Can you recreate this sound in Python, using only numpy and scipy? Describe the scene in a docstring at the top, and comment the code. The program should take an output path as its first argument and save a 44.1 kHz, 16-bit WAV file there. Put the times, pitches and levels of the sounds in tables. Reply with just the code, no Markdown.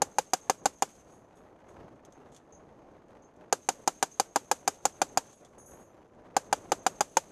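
"""Machine gun on a moving vehicle

A heavy machine gun fires three bursts across an open field, heard from just behind the grips.
Each muzzle blast, a pressure step, rings briefly between the gun shields and scatters over the ground.
Recoil shakes the belt; links and spent cases fall and ring. The gunner handles the action in the
first pause. Wind and running gear rumble faintly underneath."""
import sys
import numpy as np
from scipy import signal
from scipy.fft import rfft, irfft, next_fast_len
from scipy.io import wavfile

SR = 44100
rng = np.random.default_rng(int(sys.argv[2]) if len(sys.argv) > 2 else 0)


def transcribe(signal):
    """Save signal, clipped to [-1, 1], as a 16-bit WAV file at the path in sys.argv[1]."""
    frames = np.atleast_2d(signal).T
    limited = np.clip(frames, -1, 1)
    pcm = np.round(limited * 32767).astype(np.int16)
    wavfile.write(sys.argv[1], SR, pcm)


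N = 322371
TIME = np.arange(N) / SR

# shots: (time [s], resonance between the shields [Hz], relative blast [dB], relative crack [dB])
SHOTS = [(0.0188, 800, -1.5, -5), (0.1846, 810, -0.8, -7), (0.3342, 751, -0.2, -4.5), (0.4974, 793, 1, -5),
         (0.6566, 787, 0, -3.5), (0.8224, 790, -0.4, -7.5), (3.5259, 778, 0.3, -5), (3.6884, 770, -0.2, -6),
         (3.876, 780, 0.5, -6), (4.0268, 780, 0.1, -4.5), (4.198, 798, -1.3, -4), (4.3592, 817, 0.3, -6.5),
         (4.514, 825, -0.5, -3.5), (4.677, 774, -1.3, -4), (4.8535, 786, -1.5, -3),
         (5.0169, 776, -0.1, -4.5), (5.1733, 773, -0.6, -5), (6.3661, 793, 0, -7), (6.5274, 826, 0.3, -9),
         (6.719, 790, 0.5, -9), (6.8648, 786, 0.7, -5.5), (7.0075, 810, 0, -6.5), (7.1697, 877, 1.8, -3.5)]
# modes of the turret's air and plates: (frequency [Hz], relative level [dB], t60 [s])
TURRET_MODES = [(165, -41.5, 0.091), (284, -33, 0.083), (470, -41, .03), (530.2, -22, 0.045),
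                (913, -35.5, 0.057), (1300, -49.5, 0.01), (1620, -49, 0.017), (1656, -34.5, 0.039),
                (2070, -41.5, 0.044), (2417, -30.5, 0.03)]
# belt links that drop hard or late: (time [s], relative level [dB])
STRAY_LINKS = [(0.985, -57.5), (2.125, -56), (2.523, -47.5), (3.221, -54), (4.115, -43.5)]
# spent cases tumbling across the roof: (time [s], relative level [dB])
TUMBLING_CASES = [(1.684, -70), (5.582, -55.5), (5.659, -54.5), (5.709, -58.5), (5.79, -64.5)]
# modes of a link and of a case: (frequency [Hz], relative level [dB], t60 [s])
LINK_MODES = [(6250, -17, .1), (6600, -3.5, .22), (6300, 2.5, 0.12), (6660, -13, .16), (7300, -14, .08),
              (8900, -30, .12), (9730, -25, .3)]
CASE_MODES = [(5870, -15.5, 0.69), (6160, -2.5, 0.7), (6600, 9, 0.29), (7170, -10.5, 1), (7865, -2.5, 0.19),
              (8770, -9.5, 0.59), (9700, 1.5, 0.32), (10800, -19, 0.82), (11700, -8, 0.55),
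              (12400, -20, 0.62)]
# knocks and slides of the action and belt, and knocks of landing cases: (time [s], level [dB], t60 [s])
CLACKS = [(1.097, -71, .03), (1.157, -68, .03), (1.371, -64, .03), (1.684, -70, 0.3), (2.050, -53.5, 0.048),
          (2.123, -62.5, 0.069), (2.319, -64, .28), (2.347, -58, .1), (2.364, -53, .043),
          (5.290, -68, 0.26), (5.329, -54.5, 0.063), (5.448, -57.5, 0.076)]
# slow course of the vehicle's rumble: (time [s], level [dB])
RUMBLE_LEVELS = [(0.0, -55.5), (0.3, -61), (0.6, -59), (0.95, -60.5), (1.62, -55.5), (1.8, -53.5),
                 (2.0, -55.5), (2.45, -59), (2.72, -57), (2.95, -54.5), (3.45, -59.5), (4.4, -59),
                 (5.12, -54.5), (5.35, -59.5), (5.8, -55.5), (6.13, -59), (6.35, -54), (6.95, -53.5),
                 (7.31, -59.5)]
# noise spectra of the sources: (frequency [Hz], relative spectral density [dB])
BARK_SPECTRUM = [(150, -14), (280, -7), (420, 3.5), (600, 2.5), (800, 2.5), (1100, -2.5), (1600, -3),
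                 (1900, -16), (2450, -17), (2800, -11), (4000, -13.5), (5500, -30)]   # midrange of the blast
CRACK_SPECTRUM = [(2500, -41), (4200, -19.5), (4800, -3.5), (5500, -12.5), (6450, 1.5), (7200, -3),
                  (8100, -12), (9200, -10), (10200, -18.5), (12900, -18.5), (13500, -29), (15500, -43.5)]   # treble of the blast
TAIL_SPECTRUM = [(100, -4.5), (300, -2.5), (550, -1), (1100, -3.5), (2000, -10), (4000, -12.5),
                 (5400, -10.5), (6500, -3.5), (7800, -7), (10500, -16.5), (12800, -18.5), (13500, -34)]
BELT_SPECTRUM = [(900, -14), (2400, -6.5), (3600, -8), (5400, -12), (6200, 3), (6470, 7), (6750, -3.5),
                 (7700, -6), (9700, -10.5), (12800, -17)]
ACTION_SPECTRUM = [(800, 6.5), (2000, -5.5), (3100, -1), (3450, 7.5), (3800, -3), (5400, -2), (6300, 9.5),
                   (7700, 1.5), (10000, -6), (12800, -13), (13400, -41)]
RUMBLE_SPECTRUM = [(20, -7), (60, -1.5), (130, -0.5), (320, 2), (600, 1), (1000, -8), (1600, -19.5),
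                   (3000, -33), (4500, -36), (5600, -36.5), (6500, -30.5), (7600, -49.5), (12800, -49.5),
                   (13600, -64.5)]
GEAR_SPECTRUM = [(400, -11), (800, 5), (1600, -4), (3000, -15), (4500, -25), (9000, -32.5)]


def turret_boom(ring_db=-13.5, ring_t60=.022, hold_s=.0021, echo_db=-13, echo_s=.0055):
    """Step response: each blast sets the air between the shields and the turret's modes ringing."""
    out, t = np.zeros(N), TIME[:SR // 6]
    mode_hz, mode_db, mode_t60 = np.transpose(TURRET_MODES)
    for start, ring_hz, blast_db, _ in SHOTS:
        envelope = fade(np.maximum(t - hold_s, 0), ring_t60)   # escaping gas briefly sustains the ring
        sound = from_db(ring_db + blast_db) * np.cos(2 * np.pi * ring_hz * t) * envelope
        # gun and head shift between shots, varying the modes; the low ones also vary together
        chance_db, detune = rng.normal(0, [[2], [.012]], (2, len(mode_hz)))
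        thump_db = rng.normal(-4, .2)
        gains = from_db(blast_db + mode_db + np.where(mode_hz < ring_hz, thump_db, 2.5) + chance_db)
        for hz, gain, t60 in zip(mode_hz * (1 + detune), gains, mode_t60):
            swing = np.cos if hz < 1000 else np.sin   # low modes start at a crest, high ones from rest
            sound += gain * swing(2 * np.pi * hz * t) * fade(t, t60)
        add(out, start, sound)
        # reflection from the rear armour, over a varying path
        add(out, start + echo_s * rng.uniform(.6, 1.5), from_db(echo_db) * sound)
    diffracted = butterworth(out, 1800, "low", order=1)   # bending around the shields rounds the step
    return butterworth(diffracted, 131, "high")


def muzzle_blast(bark_db=-17, bark_t60=.039, rise_s=.0018, echoes_db=-23.5, echoes_t60=.055):
    """A shock front and its scattered echoes, returned as a midrange bark and a treble crack."""
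    bark_level, crack_level, t = np.zeros(N), np.zeros(N), TIME[:SR // 6]
    front = from_db(-21) * fade(np.maximum(t - .0034, 0), t60=.014)   # holds briefly, then decays
    for start, ring_hz, blast_db, crack_db in SHOTS:
        add(bark_level, start, from_db(bark_db + blast_db) * fade(t, bark_t60) * rise(t, rise_s))
        flutter = 1 + .25 * np.cos(2 * np.pi * ring_hz * t)   # one pulse per round trip between shields
        echoes = from_db(echoes_db) * flutter * fade(t, echoes_t60)
        add(crack_level, start, from_db(crack_db) * (front + echoes))
    bark = butterworth(bark_level * noise(BARK_SPECTRUM), 131, "high")
    crack = butterworth(crack_level * noise(CRACK_SPECTRUM), 1500, "high")
    return bark, crack


def ground_tail(level_db=-40, t60=.16, rise_s=.012):
    """Scattering from ground and hull leaves a short, faint tail after each shot."""
    envelope, t = np.zeros(N), TIME[:SR // 2]
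    for start, *_ in SHOTS:
        add(envelope, start, fade(t, t60) * rise(t, rise_s))
    return from_db(level_db) * envelope * noise(TAIL_SPECTRUM)


def ejected(fall_s, db):
    """One part lands after each shot, delayed by its fall: (time [s], relative level [dB])."""
    chance = rng.uniform([.75, -5], [1.25, 5], (len(SHOTS), 2))
    return [(start + fall_s * stretch, db + chance_db)
            for (start, *_), (stretch, chance_db) in zip(SHOTS, chance)]


def clinks(landings, modes, gain_db, bounce_db, bounce_s, rise_s):
    """Free vibration: a small metal part rings in its damped modes on landing and on one bounce."""
    out, t = np.zeros(N), TIME[:SR // 2]
    mode_hz, mode_db, mode_t60 = np.transpose(modes)
    release = rise(t, rise_s)   # the ring frees itself as the part rolls off the contact
    for start, db in landings:
        part_hz = mode_hz * rng.normal(1, .004, len(modes))
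        bounce_delay = bounce_s * rng.uniform(.5, .67)
        for delay, touch_db in ((0, 0), (bounce_delay, bounce_db)):
            gains = from_db(db + gain_db + touch_db + mode_db + rng.normal(0, 2, len(modes)))
            ring = sum(gain * np.sin(2 * np.pi * hz * t) * fade(t, t60)
                       for hz, gain, t60 in zip(part_hz, gains, mode_t60))
            add(out, min(start + delay, TIME[-1]), ring * release)
    return out


def belt_jingle(rest_db=-86, kick_db=-62.5, kick_t60=1):
    """Superposed recoil kicks shake belt and mount: the jingle builds in a burst and decays after it."""
    shake = np.full(N, from_db(rest_db))
    for start, *_ in SHOTS:
        add(shake, start, from_db(kick_db) * fade(TIME, kick_t60))
    return shake * chatter(per_s=680, t60=.072) * noise(BELT_SPECTRUM)


def gun_action(ticks_per_s=4, tick_db=-74.5, tick_t60=.049):
    """Impact and friction of steel parts make gritty knocks and slides, with faint stray ticks."""
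    envelope, t = np.zeros(N), TIME[:SR // 3]
    for start, db, t60 in CLACKS:
        add(envelope, start, from_db(db) * fade(t, t60))
    ticks = (rng.random(N) < ticks_per_s / SR) * from_db(rng.normal(tick_db, 2, N))
    envelope += signal.fftconvolve(ticks, fade(t, tick_t60))[:N]
    grit = from_db(-2 * drift(per_s=400))
    return envelope * grit * noise(ACTION_SPECTRUM)


def vehicle_rumble(gear_db=-10, jolt_db=2.3):
    """Jolts modulate the amplitude of wind and wheel noise and of the running gear's rattle."""
    lumps = from_db(1.8 * drift(per_s=60))
    grit = chatter(per_s=650, t60=.022)
    rumble = lumps * noise(RUMBLE_SPECTRUM)
    rattle = from_db(gear_db) * grit * noise(GEAR_SPECTRUM)
    level_db = np.interp(TIME, *np.transpose(RUMBLE_LEVELS)) + jolt_db * drift(per_s=14)
    return from_db(level_db) * (rumble + rattle)


def chatter(per_s, t60):
    """Envelope of a Poisson stream of uneven, quickly decaying contacts; rms 1."""
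    contacts = (rng.random(N) < per_s / SR) * np.minimum(rng.exponential(1, N), 3)
    return rms_one(signal.fftconvolve(contacts, fade(TIME[:SR // 8], t60))[:N])


def noise(spectrum):
    """White noise filtered to a spectrum, falling 12 dB an octave beyond its ends; rms 1."""
    hz, db = np.transpose(spectrum)
    size = next_fast_len(N)
    bin_hz = np.maximum(np.arange(size // 2 + 1) * SR / size, 1)
    gain = from_db(np.interp(np.log(bin_hz), np.log(hz), db))
    skirts = np.minimum(bin_hz / hz[0], 1) ** 2 * np.minimum(hz[-1] / bin_hz, 1) ** 2
    white = rfft(rng.standard_normal(N), size)
    return rms_one(irfft(white * gain * skirts, size)[:N])


def drift(per_s):
    """Linear interpolation between Gaussian random values; spread near 1."""
    return np.interp(TIME * per_s, np.arange(4096), rng.standard_normal(4096))


def fade(t, t60):
    """Exponential decay that loses 60 dB in t60 seconds."""
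    return np.exp(-np.log(1000) * t / t60)


def rise(t, rise_s):
    """Exponential approach to 1 with time constant rise_s."""
    return 1 - np.exp(-t / rise_s)


def butterworth(x, hz, kind, order=2):
    """Maximally flat low-pass or high-pass filter."""
    return signal.sosfilt(signal.butter(order, hz, kind, fs=SR, output="sos"), x)


def from_db(db):
    """Decibels to amplitude ratio."""
    return 10 ** (np.asarray(db) / 20)


def rms_one(x):
    """Normalise to an rms of 1."""
    return x / np.sqrt(np.mean(x ** 2) + 1e-20)


def add(out, start_s, sound):
    """Superpose a sound on out from start_s onward."""
    i = round(start_s * SR)
    out[i:i + len(sound)] += sound[:N - i]


def scene(width_db=-13):
    """The sources superpose straight ahead; only the crack carries a faint, partly independent side component."""
    bark, crack = muzzle_blast()
    _, side_crack = muzzle_blast()
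    links = clinks(ejected(fall_s=.085, db=-51.5) + STRAY_LINKS, LINK_MODES,
                   gain_db=-9.5, bounce_db=-4, bounce_s=.044, rise_s=.001)
    cases = clinks(ejected(fall_s=.56, db=-69) + TUMBLING_CASES, CASE_MODES,
                   gain_db=-7.5, bounce_db=-7.5, bounce_s=.028, rise_s=.0006)
    gunfire = turret_boom() + bark + crack + ground_tail()
    mid = gunfire + links + cases + gun_action() + belt_jingle() + vehicle_rumble()
    side = from_db(width_db) * butterworth(side_crack, 1200, "high", order=4)
    return np.array([mid + side, mid - side])


def record(dry, ceiling=.6, shelf_hz=13100, shelf_db=-22, stopband_hz=15900):
    """Saturation in the microphone rounds the peaks; the treble steps down and is then cut off."""
    rounded = ceiling * np.tanh(dry / ceiling)
    below = butterworth(rounded, shelf_hz, "low", order=20)
    above = from_db(shelf_db) * butterworth(rounded, shelf_hz, "high", order=8)
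    return signal.sosfilt(signal.cheby2(12, 60, stopband_hz, fs=SR, output="sos"), below + above)


dry = scene()
out = record(dry)
transcribe(out)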